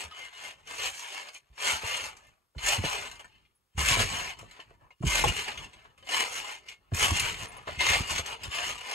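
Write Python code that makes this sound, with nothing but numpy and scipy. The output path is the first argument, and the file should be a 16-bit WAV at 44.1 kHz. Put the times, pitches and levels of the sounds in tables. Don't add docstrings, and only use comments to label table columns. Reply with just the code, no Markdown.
import sys
import numpy as np
from scipy import signal
from scipy.fft import rfft, irfft, next_fast_len
from scipy.io import wavfile
from scipy.ndimage import uniform_filter1d, map_coordinates

SR = 44100
rng = np.random.default_rng(int(sys.argv[2]) if len(sys.argv) > 2 else 0)


def bounce(signal):
    frames = np.transpose(np.atleast_2d(signal))
    limited = np.clip(frames, -1, 1)
    pcm = np.round(limited * 32767).astype(np.int16)
    wavfile.write(sys.argv[1], SR, pcm)


N = 394254
SHARED_ONLY = [[1], [0]]


def amp(db):
    return 10 ** (np.asarray(db) / 20)


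def unit(x):
    return x / np.sqrt(np.mean(x ** 2) + 1e-20)


def along(points, hz):
    f, value = np.transpose(points)
    return np.interp(np.log(hz + 1), np.log(f + 1), value)


def wobble(rate):
    knots = rng.standard_normal((2, int(N * rate / SR) + 4))
    where = np.arange(N) * rate / SR
    return np.array([map_coordinates(k, [where]) for k in knots])


def filtered(x, response):
    m = next_fast_len(N + SR // 2)
    return irfft(rfft(x, m) * response(np.fft.rfftfreq(m, 1 / SR)), m)[..., :N]


def patches(x, depth_db, size, wide, long):
    spectrum = signal.stft(x, nperseg=size)[2]
    field = rng.standard_normal(spectrum.shape[1:])
    field = uniform_filter1d(field, size=wide, axis=0)
    field = uniform_filter1d(field, size=long, axis=1)
    return signal.istft(spectrum * amp(depth_db * unit(field)), nperseg=size)[1][:, :N]


# f/Hz, relative level/dB per Hz
GARDEN_COLOUR = [(180, -35), (300, -5), (526, -6), (600, -10), (1240, -5), (1540, -10), (5570, -15),
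                 (9000, -15), (13400, -16), (15500, -28)]
GARDEN_DB = -82


def garden():
    hiss = filtered(rng.standard_normal((2, N)), lambda f: amp(along(GARDEN_COLOUR, f)))
    return amp(GARDEN_DB) * unit(hiss)


# t/s, level/dB
PINGS = [(7.1975, -15)]
# f/Hz, relative level/dB, t60/s
HOOK_MODES = [(2620, -21, 0.05), (4060, 3, 0.024), (7050, -10, 0.07), (7300, -10.5, 0.054),
              (7430, -9.5, 0.041), (9540, -1.5, 0.041)]


def pings():
    out, t = np.zeros(N + SR), np.arange(SR // 4) / SR
    for s, db in PINGS:
        ring = sum(amp(level - 60 * t / t60) * np.sin(2 * np.pi * hz * t) for hz, level, t60 in HOOK_MODES)
        noise = np.convolve(rng.standard_normal(len(t)), [.5, 1, .5, -.5, -1, -.5], 'same')
        tick = .8 * amp(-60 * t / .008) * noise
        out[round(s * SR):][:len(t)] += amp(db - 9) * (ring + tick)
    return out[:N] * SHARED_ONLY


# t/s, level/dB, start f/Hz, end f/Hz, length/s
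SQUEAKS = [(0.109, -48, 3010, 2970, 0.2), (0.336, -50, 2950, 2857, 0.11), (3.322, -67, 2650, 2650, 0.091),
           (3.549, -70, 10770, 10200, 0.039), (5.271, -25, 2834, 2850, 0.05),
           (6.692, -56, 2210, 2150, 0.11), (7.481, -49.5, 9500, 10300, 0.034),
           (7.567, -51, 10700, 10200, 0.021), (7.625, -67.5, 10900, 10870, .02)]
SLIP_BLUR = .03


def squeaks():
    out, t = np.zeros(N + SR), np.arange(SR // 4) / SR
    for s, db, from_hz, to_hz, length in SQUEAKS:
        u = np.clip(t / length, 0, 1)
        blur = SLIP_BLUR * (from_hz / 3000) ** 1.3
        drift = np.cumsum(rng.normal(0, blur, len(t)))
        glide = 2 * np.pi * np.cumsum(from_hz + (to_hz - from_hz) * u) / SR
        swell = np.sin(np.pi * u ** 0.5)
        out[round(s * SR):][:len(t)] += amp(db) * swell * np.sin(glide + drift)
    return out[:N] * SHARED_ONLY


# t/s, level/dB, strongest region f/Hz
KNOCKS = [(1.835, -29.5, 510), (2.839, -19.5, 468), (3.971, -18, 692), (4.005, -23, 503), (4.034, -27, 450),
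          (4.43, -38, 398), (4.594, -34.5, 1013), (4.711, -44, 445), (4.906, -52, 960), (5.033, -28, 900),
          (5.257, -18, 580), (5.294, -32, 700), (6.921, -31.5, 497), (7.674, -24, 1030), (7.686, -26, 600),
          (8.193, -22.5, 990)]
# f/Hz, relative level/dB, t60/s
FRAME_MODES = [(271, -5.5, .04), (454, 0, 0.1), (532, 6, 0.042), (667, 3.5, 0.054), (875, -6.5, 0.041),
               (1052, 6.5, 0.047), (1344, 3, 0.039), (1790, -1, .05)]


def frame():
    out, t = np.zeros(N + SR), np.arange(SR // 8) / SR
    for s, db, peak_hz in KNOCKS:
        ring = 0
        for hz, level, t60 in FRAME_MODES:
            reach_db = -9 * np.log2(hz / peak_hz) ** 2
            level_db = level + reach_db + rng.normal(0, 2)
            ring = ring + amp(level_db - 60 * t / t60) * np.sin(2 * np.pi * hz * t)
        onset = 1 - np.exp(-t / 0.0002)
        out[round(s * SR):][:len(t)] += amp(db + 0.5) * ring / np.abs(ring).max() * onset
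    return out[:N] * SHARED_ONLY


def jerks(catch, rate, decay_s):
    snags = (rng.random(N) < rate / SR) * rng.uniform(0, catch, N)
    return 1 + signal.lfilter([1], [1, -np.exp(-1 / (decay_s * SR))], snags)


def scratch(grit_db, catch, patchy_db, creak_db):
    slips = rng.standard_normal((2, N)) * amp(grit_db * wobble(350)[0])
    broad = patches(slips, patchy_db, size=512, wide=6, long=8)
    creaky = patches(broad, creak_db, size=1024, wide=1, long=7)
    return unit(jerks(catch, rate=90, decay_s=.007) * creaky)


# f/Hz, relative level/dB per Hz
RASP_COLOUR = [(150, -36), (250, -18.5), (347, -19.5), (385, -10.5), (978, -6.5), (1510, -5.5), (2060, -4),
               (2440, 1), (2760, 1.5), (3700, -9.5), (4320, -13), (5410, -13), (6210, -12), (7130, -10),
               (12500, -26), (15500, -38)]
# f/Hz, width/Hz, level over the rasp/dB
SPRING_MODES = [(700, 59, -1.5), (985, 45, 3.5), (1380, 85, -5), (1793, 26, 5.5), (2100, 17, 12.5),
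                (2240, 70, 3), (2852, 71, 3), (3010, 110, 4), (4278, 250, 8.5), (6315, 46, 7.5),
                (6610, 71, 5), (7540, 40, 0)]


def plastic(x):
    def ring(f):
        gain = 1
        for centre, width, db in SPRING_MODES:
            band = 1j * f * width
            gain = gain + (amp(db) - 1) * band / (centre ** 2 - f ** 2 + band)
        return gain
    coloured = filtered(x, lambda f: amp(along(RASP_COLOUR, f)) * ring(f))
    low = filtered(coloured, lambda f: 1 / (1 + (f / 1400) ** 6))
    high = filtered(coloured, lambda f: 1 - 1 / (1 + (f / 5200) ** 12))
    return unit(low), unit(coloured - low - high), unit(high)


# t/s, level/dB, low part (weight)/dB, high part (brightness)/dB
SLAPS = [(0.1108, -35, -7, -13), (0.671, -35.5, -16, -4.5), (1.286, -32, -16, -10), (1.348, -35, -6, -9.5),
         (1.528, -55.5, -4, -15), (1.577, -33.5, -5, -15), (1.6, -27, -5, -20.5), (2.166, -41.5, -8, -3.5),
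         (2.2458, -48, -23, -10.5), (2.2677, -48, -25, -5.5), (2.5493, -63, 21, -17),
         (2.5811, -27.5, -11, -17), (2.63, -29, -23, -13), (2.847, -18.5, -22, -11),
         (3.0493, -30.5, -22, -22), (3.113, -31.5, -35, -6.5), (3.1542, -40.5, -9, -9),
         (3.1934, -35, -17, -10.5), (3.2434, -47.5, 7, -4.5), (3.328, -62, -17, -22), (3.45, -53, -22, -23),
         (3.778, -29, 4, -10), (4.388, -33.5, -6.5, -4.5), (4.5107, -39.5, -18, -4),
         (4.599, -32.5, -8.5, -19), (4.704, -57.5, 13, -28), (4.905, -47, -3, -15.5),
         (5.024, -45.5, 12, -1.5), (5.239, -17.5, 1, -6.5), (5.391, -18, -25.5, -11.5),
         (5.4399, -24, -33, -11), (5.4787, -24.5, 1.5, -10.5), (5.574, -28.5, -16, -9.5),
         (5.6414, -33, -22, -10.5), (5.7315, -38.5, -6, -10), (5.8491, -47, 6, -26),
         (5.9767, -41.5, -8, -10), (6.0252, -41.5, -1, -17), (6.069, -34, -2, -16.5),
         (6.089, -27, -5, -6.5), (6.5224, -33, -19, -15.5), (6.685, -27.5, -27, -12), (6.916, -47, 9, -28),
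         (6.935, -28, -10, -10.5), (6.945, -28.5, -5, 6.5), (6.964, -30.5, -14, 7), (7.198, -15.5, -25, -3),
         (7.2486, -24.5, -21, -12.5), (7.5184, -43.5, -6, -1.5), (7.677, -34, 9.5, -26),
         (7.7973, -31.5, -17, -6.5), (8.2607, -27, -13, -1.5), (8.325, -31.5, 0, -8),
         (8.4338, -21, -17, -6.5), (8.527, -30, -4, -14.5), (8.7774, -30.5, -15, -9),
         (8.8082, -32, -13, -8)]
CRACK, CRACK_T60_S = 1, .03


def slaps():
    low, mid, high = plastic(scratch(grit_db=1, catch=0.38, patchy_db=2, creak_db=7.5))
    out, t = np.zeros((2, N)), np.arange(SR // 4) / SR
    for s, db, weight_db, bright_db in SLAPS:
        i = round(s * SR)
        n = min(len(t), N - i)
        u, span = t[:n], slice(i, i + n)
        fall_db = -60 * u / 0.12
        burst = (mid[:, span] + amp(weight_db) * low[:, span]) * amp(fall_db)
        treble_fall = amp(0.86 * fall_db) + CRACK * amp(-60 * u / CRACK_T60_S)
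        burst += amp(bright_db - 2.0) * high[:, span] * treble_fall
        onset = 1 - np.exp(-u / 0.0015)
        out[:, span] += amp(db - 11) * onset * burst
    return out


# t of fastest motion/s, rasp level/dB, rise/s, fall/s,
# high part over rasp (brightness)/dB, low part over rasp (weight)/dB, rumble level/dB
STROKES = [(0.0, -38, .05, 0.11, -5.5, -6.5, -60), (0.256, -45.5, 0.21, 0.068, -10.5, -8, -67),
           (0.47, -43, 0.19, 0.11, -7.5, -8, -66.5), (.6, -68, 0.082, 0.19, -8.5, 0, -68),
           (.715, -45, 0.065, 0.24, -5, -5.5, -67), (0.866, -32, .13, 0.064, -4.5, -9.5, -59),
           (.98, -48, 0.21, 0.16, 1.5, -12, -75), (1.17, -42, 0.4, 0.2, -7.5, -8.5, -75),
           (1.29, -49.5, 0.075, 0.042, -12.5, -6, -80), (1.358, -54.5, 0.053, .065, -1.5, -16, -85),
           (1.45, -78, 0.082, 0.42, -10.5, -1, -76), (1.693, -28.5, 0.11, 0.15, -4.5, -8, -56),
           (1.902, -34.5, 0.13, 0.27, -6.5, -7.5, -61), (2.05, -42, 0.081, 0.091, -2.5, -5, -56),
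           (2.19, -66, 0.16, 0.27, -6, 0, -70), (2.704, -27.5, 0.1, 0.13, -3, -7, -49),
           (2.87, -34.5, 0.071, 0.32, -6, -6, -52.5), (3.061, -46.5, 0.18, 0.077, -7, -4.5, -61),
           (3.207, -57, 0.021, 0.031, -1, 5.5, -69), (3.3, -67, 0.26, 0.28, -13, -7.5, -69.5),
           (3.799, -32.5, 0.028, 0.27, -3.5, -7.5, -51), (3.917, -24, 0.11, 0.1, -5, -9, -40),
           (4.016, -27.5, 0.062, 0.063, -4.5, -6.5, -32), (4.17, -36.5, 0.29, 0.12, -5, -4, -47),
           (4.28, -39.5, 0.23, 0.1, -8, -7, -56), (4.41, -57, 0.067, 0.1, -6.5, 1, -51.5),
           (4.61, -58, 0.25, 0.079, -12, -2.5, -67), (4.7, -68.5, 0.064, 0.11, -11, 1, -62.5),
           (4.85, -76, 0.081, 0.086, -11, 11.5, -66), (5.081, -34.5, 0.034, 0.17, -1, -8, -48),
           (5.185, -27, 0.13, 0.081, -5, -9.5, -49), (5.285, -33, 0.17, 0.061, -4.5, -5.5, -34.5),
           (5.393, -36.5, 0.15, 0.12, -5, -8, -54), (5.488, -38.5, .06, .12, -10.5, -8, -55),
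           (5.63, -50, 0.14, 0.076, -7, -2.5, -51.5), (5.8, -62.5, 0.59, 0.22, -11.5, -1.5, -65),
           (6.01, -68, 0.062, 0.12, -11, -1, -63.5), (6.165, -29.5, 0.094, 0.19, -4.5, -7, -56.5),
           (6.371, -38, 0.12, 0.087, -3.5, -7.5, -62), (6.529, -43.5, 0.4, 0.097, -7.5, -6, -68),
           (6.66, -64, 0.17, 0.094, -11, -2, -68), (6.703, -49.5, 0.048, 0.086, -10, -11, -67),
           (6.84, -76, 0.12, 0.45, -16, 2.5, -71.5), (7.032, -27, 0.084, 0.16, -2.5, -6.5, -38.5),
           (7.165, -30.5, 0.044, 0.079, -5.5, -11, -44), (7.27, -32.5, 0.16, .14, -6.5, -7, -43.5),
           (7.44, -41, 0.16, 0.06, -6.5, -7.5, -48), (7.57, -55, 0.35, 0.2, -10.5, 2, -57),
           (7.685, -45, 0.029, 0.23, -11.5, -6.5, -52.5), (7.813, -29.5, 0.029, 0.4, -10.5, -8.5, -64),
           (7.93, -27.5, 0.14, 0.15, -6, -8, -43.5), (8.118, -31, 0.063, 0.05, -5, -7.5, -48),
           (8.18, -32.5, .1, 0.065, -5.5, -9, -48), (8.301, -40.5, .12, .12, -11, -4, -54.5),
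           (8.441, -46, 0.054, 0.12, -10, -3, -48.5), (8.56, -34.5, 0.068, 0.21, -9, -8, -55),
           (8.686, -35.5, 0.12, 0.13, -6, -7, -52), (8.94, -38.5, 0.19, 0.13, -8.5, -5.5, -71)]
EDGE_DB = 23.5
RISE_SHAPE, FALL_SHAPE = 2, 1.79
SETTLE_DB, SETTLE_T60_S = -36, 0.57


def strokes(levels_db, longer):
    t, power = np.arange(0, N + 64, 64) / SR, 0
    for (s, _, rise, fall, *_), db in zip(STROKES, levels_db):
        away = np.abs(t - s)
        rising = (away / rise) ** RISE_SHAPE
        falling = (away / fall / longer) ** FALL_SHAPE
        swell = np.where(t < s, rising, falling)
        settle = (t > s) * amp(2 * (SETTLE_DB - 60 * away / SETTLE_T60_S))
        power = power + amp(2 * db) * (amp(-2 * EDGE_DB * swell) + settle)
    return np.interp(np.arange(N) / SR, t, np.sqrt(power))


# t/s, level/dB, first f/Hz, last f/Hz, swell/s
THUMPS = [(.034, -46.5, 101, 72.4, 0.026), (.615, -65, 90, 60, 0.017), (0.788, -53, 110, 70, 0.0089),
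          (.885, -59, 90, 60, .02), (1.498, -50.5, 69.8, 49.5, 0.015), (1.725, -42, 110.3, 60.4, 0.017),
          (1.838, -37, 102.8, 80, 0.0079), (2.556, -36, 108.7, 45, 0.017), (2.62, -39.5, 55.1, 42, 0.032),
          (2.78, -23.5, 111.4, 82, 0.013), (2.842, -27, 155, 105, 0.0049), (3.748, -41.5, 89.4, 60, 0.011),
          (3.769, -24, 86.7, 64.7, 0.021), (3.823, -31, 75, 62, 0.014), (3.856, -32.5, 60, 49.7, 0.023),
          (3.908, -27.5, 107.7, 100.7, 0.0094), (3.97, -28, 122, 100.5, 0.023),
          (4.108, -41, 80, 65, 0.0084), (4.4, -59, 90, 60, 0.019), (5.003, -33, 169, 90, 0.008),
          (5.036, -19.5, 190.5, 86, 0.0068), (5.053, -21.5, 111, 55, 0.019), (5.11, -33.5, 55, 42.2, .04),
          (5.255, -25, 146, 112, 0.0082), (6.918, -24.5, 142, 70, 0.015), (7.109, -24, 108, 76, 0.011),
          (7.771, -33.5, 85, 60, 0.011), (7.895, -29, 88.5, 65, 0.012), (8.0, -23.5, 93, 78, 0.006),
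          (8.105, -33, 86, 70, 0.0082), (8.19, -35, 84, 72, 0.011), (8.475, -36.5, 79.4, 57.7, 0.0078)]
REST_DB = -87
AFTER_DB, AFTER_T60_S = -6.5, 0.18
RUMBLE_WIDER = 1.4


def heave():
    t = np.arange(N) / SR
    power = strokes(np.transpose(STROKES)[-1], RUMBLE_WIDER) ** 2 + amp(2 * REST_DB)
    for s, db, _, _, swell in THUMPS:
        u = np.maximum(t - s, 0)
        dying = amp(2 * (AFTER_DB - 60 * u / AFTER_T60_S))
        power += amp(2 * db) * np.minimum(u / swell, 1) ** 2 * dying
    return np.sqrt(power)


# f/Hz, relative level/dB per Hz
RUMBLE_COLOUR = [(12, -39.5), (26, -3), (42, 3.5), (60, 2.5), (120, -1.5), (260, -11.5), (400, -11.5),
                 (520, -32.5), (880, -120)]


def mat():
    out, t = np.zeros(N + SR), np.arange(SR // 2) / SR
    for s, db, first_hz, last_hz, swell in THUMPS:
        pitch = last_hz + (first_hz - last_hz) * np.exp(-t / 0.016)
        turn = 2 * np.pi * np.cumsum(pitch) / SR
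        push = (t / swell * np.exp(1 - t / swell)) ** 2
        second_mode = 0.22 * np.sin(2.28 * turn + rng.uniform(0, 2 * np.pi))
        out[round(s * SR):][:len(t)] += amp(db) * push * (np.sin(turn) + second_mode)
    lumps = amp(2.6 * wobble(25)[0]) * rng.standard_normal((2, N))
    rumble = unit(filtered(lumps, lambda f: amp(along(RUMBLE_COLOUR, f))))
    return out[:N] * SHARED_ONLY + heave() * rumble


CRACKLE, CRACKLE_RATE, CRACKLE_S = .9, 120, .003


def drag():
    _, rasp_db, _, _, bright_db, weight_db, _ = np.transpose(STROKES)
    low, mid, high = plastic(scratch(grit_db=1.4, catch=.5, patchy_db=0.9, creak_db=4.4))
    ticking = unit(jerks(CRACKLE, CRACKLE_RATE, CRACKLE_S) * high)
    body = strokes(rasp_db, 0.86) * mid
    weight = strokes(rasp_db + weight_db, 1) * low
    treble = strokes(rasp_db + bright_db, 0.82) * ticking
    return body + weight + treble


# f/Hz, correlation (0 to 1)
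ALIKE = [(30, 0.4), (120, 0.69), (300, 0.53), (700, 0.51), (1400, 0.4), (3000, 0.65), (5200, 0.31),
         (6400, 1)]
MOST_ALIKE = .999


def scene():
    shared, other = garden() + pings() + squeaks() + frame() + slaps() + mat() + drag()

    def turn(f):
        return np.arccos(np.clip(along(ALIKE, f), 0, MOST_ALIKE)) / 2
    mid = filtered(shared, lambda f: np.cos(turn(f)))
    side = filtered(other, lambda f: np.sin(turn(f)))
    return np.array([mid + side, mid - side])


# f/Hz, left lead/rad
LEAD = [(30, 0), (520, 0), (780, 1.5), (1380, 1.9), (1810, 5.5), (2840, 5.7), (3190, 4.6), (4310, 5.7),
        (4740, 3.9), (5510, 2.9), (5770, 1.3), (6370, 0), (15200, 0)]
# f/Hz, left minus right/dB
LEAN = [(30, .5), (60, -1), (150, -2.5), (300, 0), (700, 1.8), (1400, 2.2), (3000, 2.3), (5000, 0),
        (15000, 0)]
TOP_HZ, BASS_CUT_HZ = 15720, 30


def record(dry):
    def ports(f):
        half = amp(along(LEAN, f) / 2) * np.exp(.5j * along(LEAD, f))
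        port_gain = 1 / np.maximum(np.abs(half + 1 / half) / 2, .75)
        ratio = BASS_CUT_HZ / (f + 1)
        bass_cut = 1 / (1 - 1.4j * ratio - ratio ** 2)
        return np.array([half, 1 / half]) * port_gain * (f < TOP_HZ) * bass_cut
    return filtered(dry, ports)


dry = scene()
out = record(dry)
bounce(out)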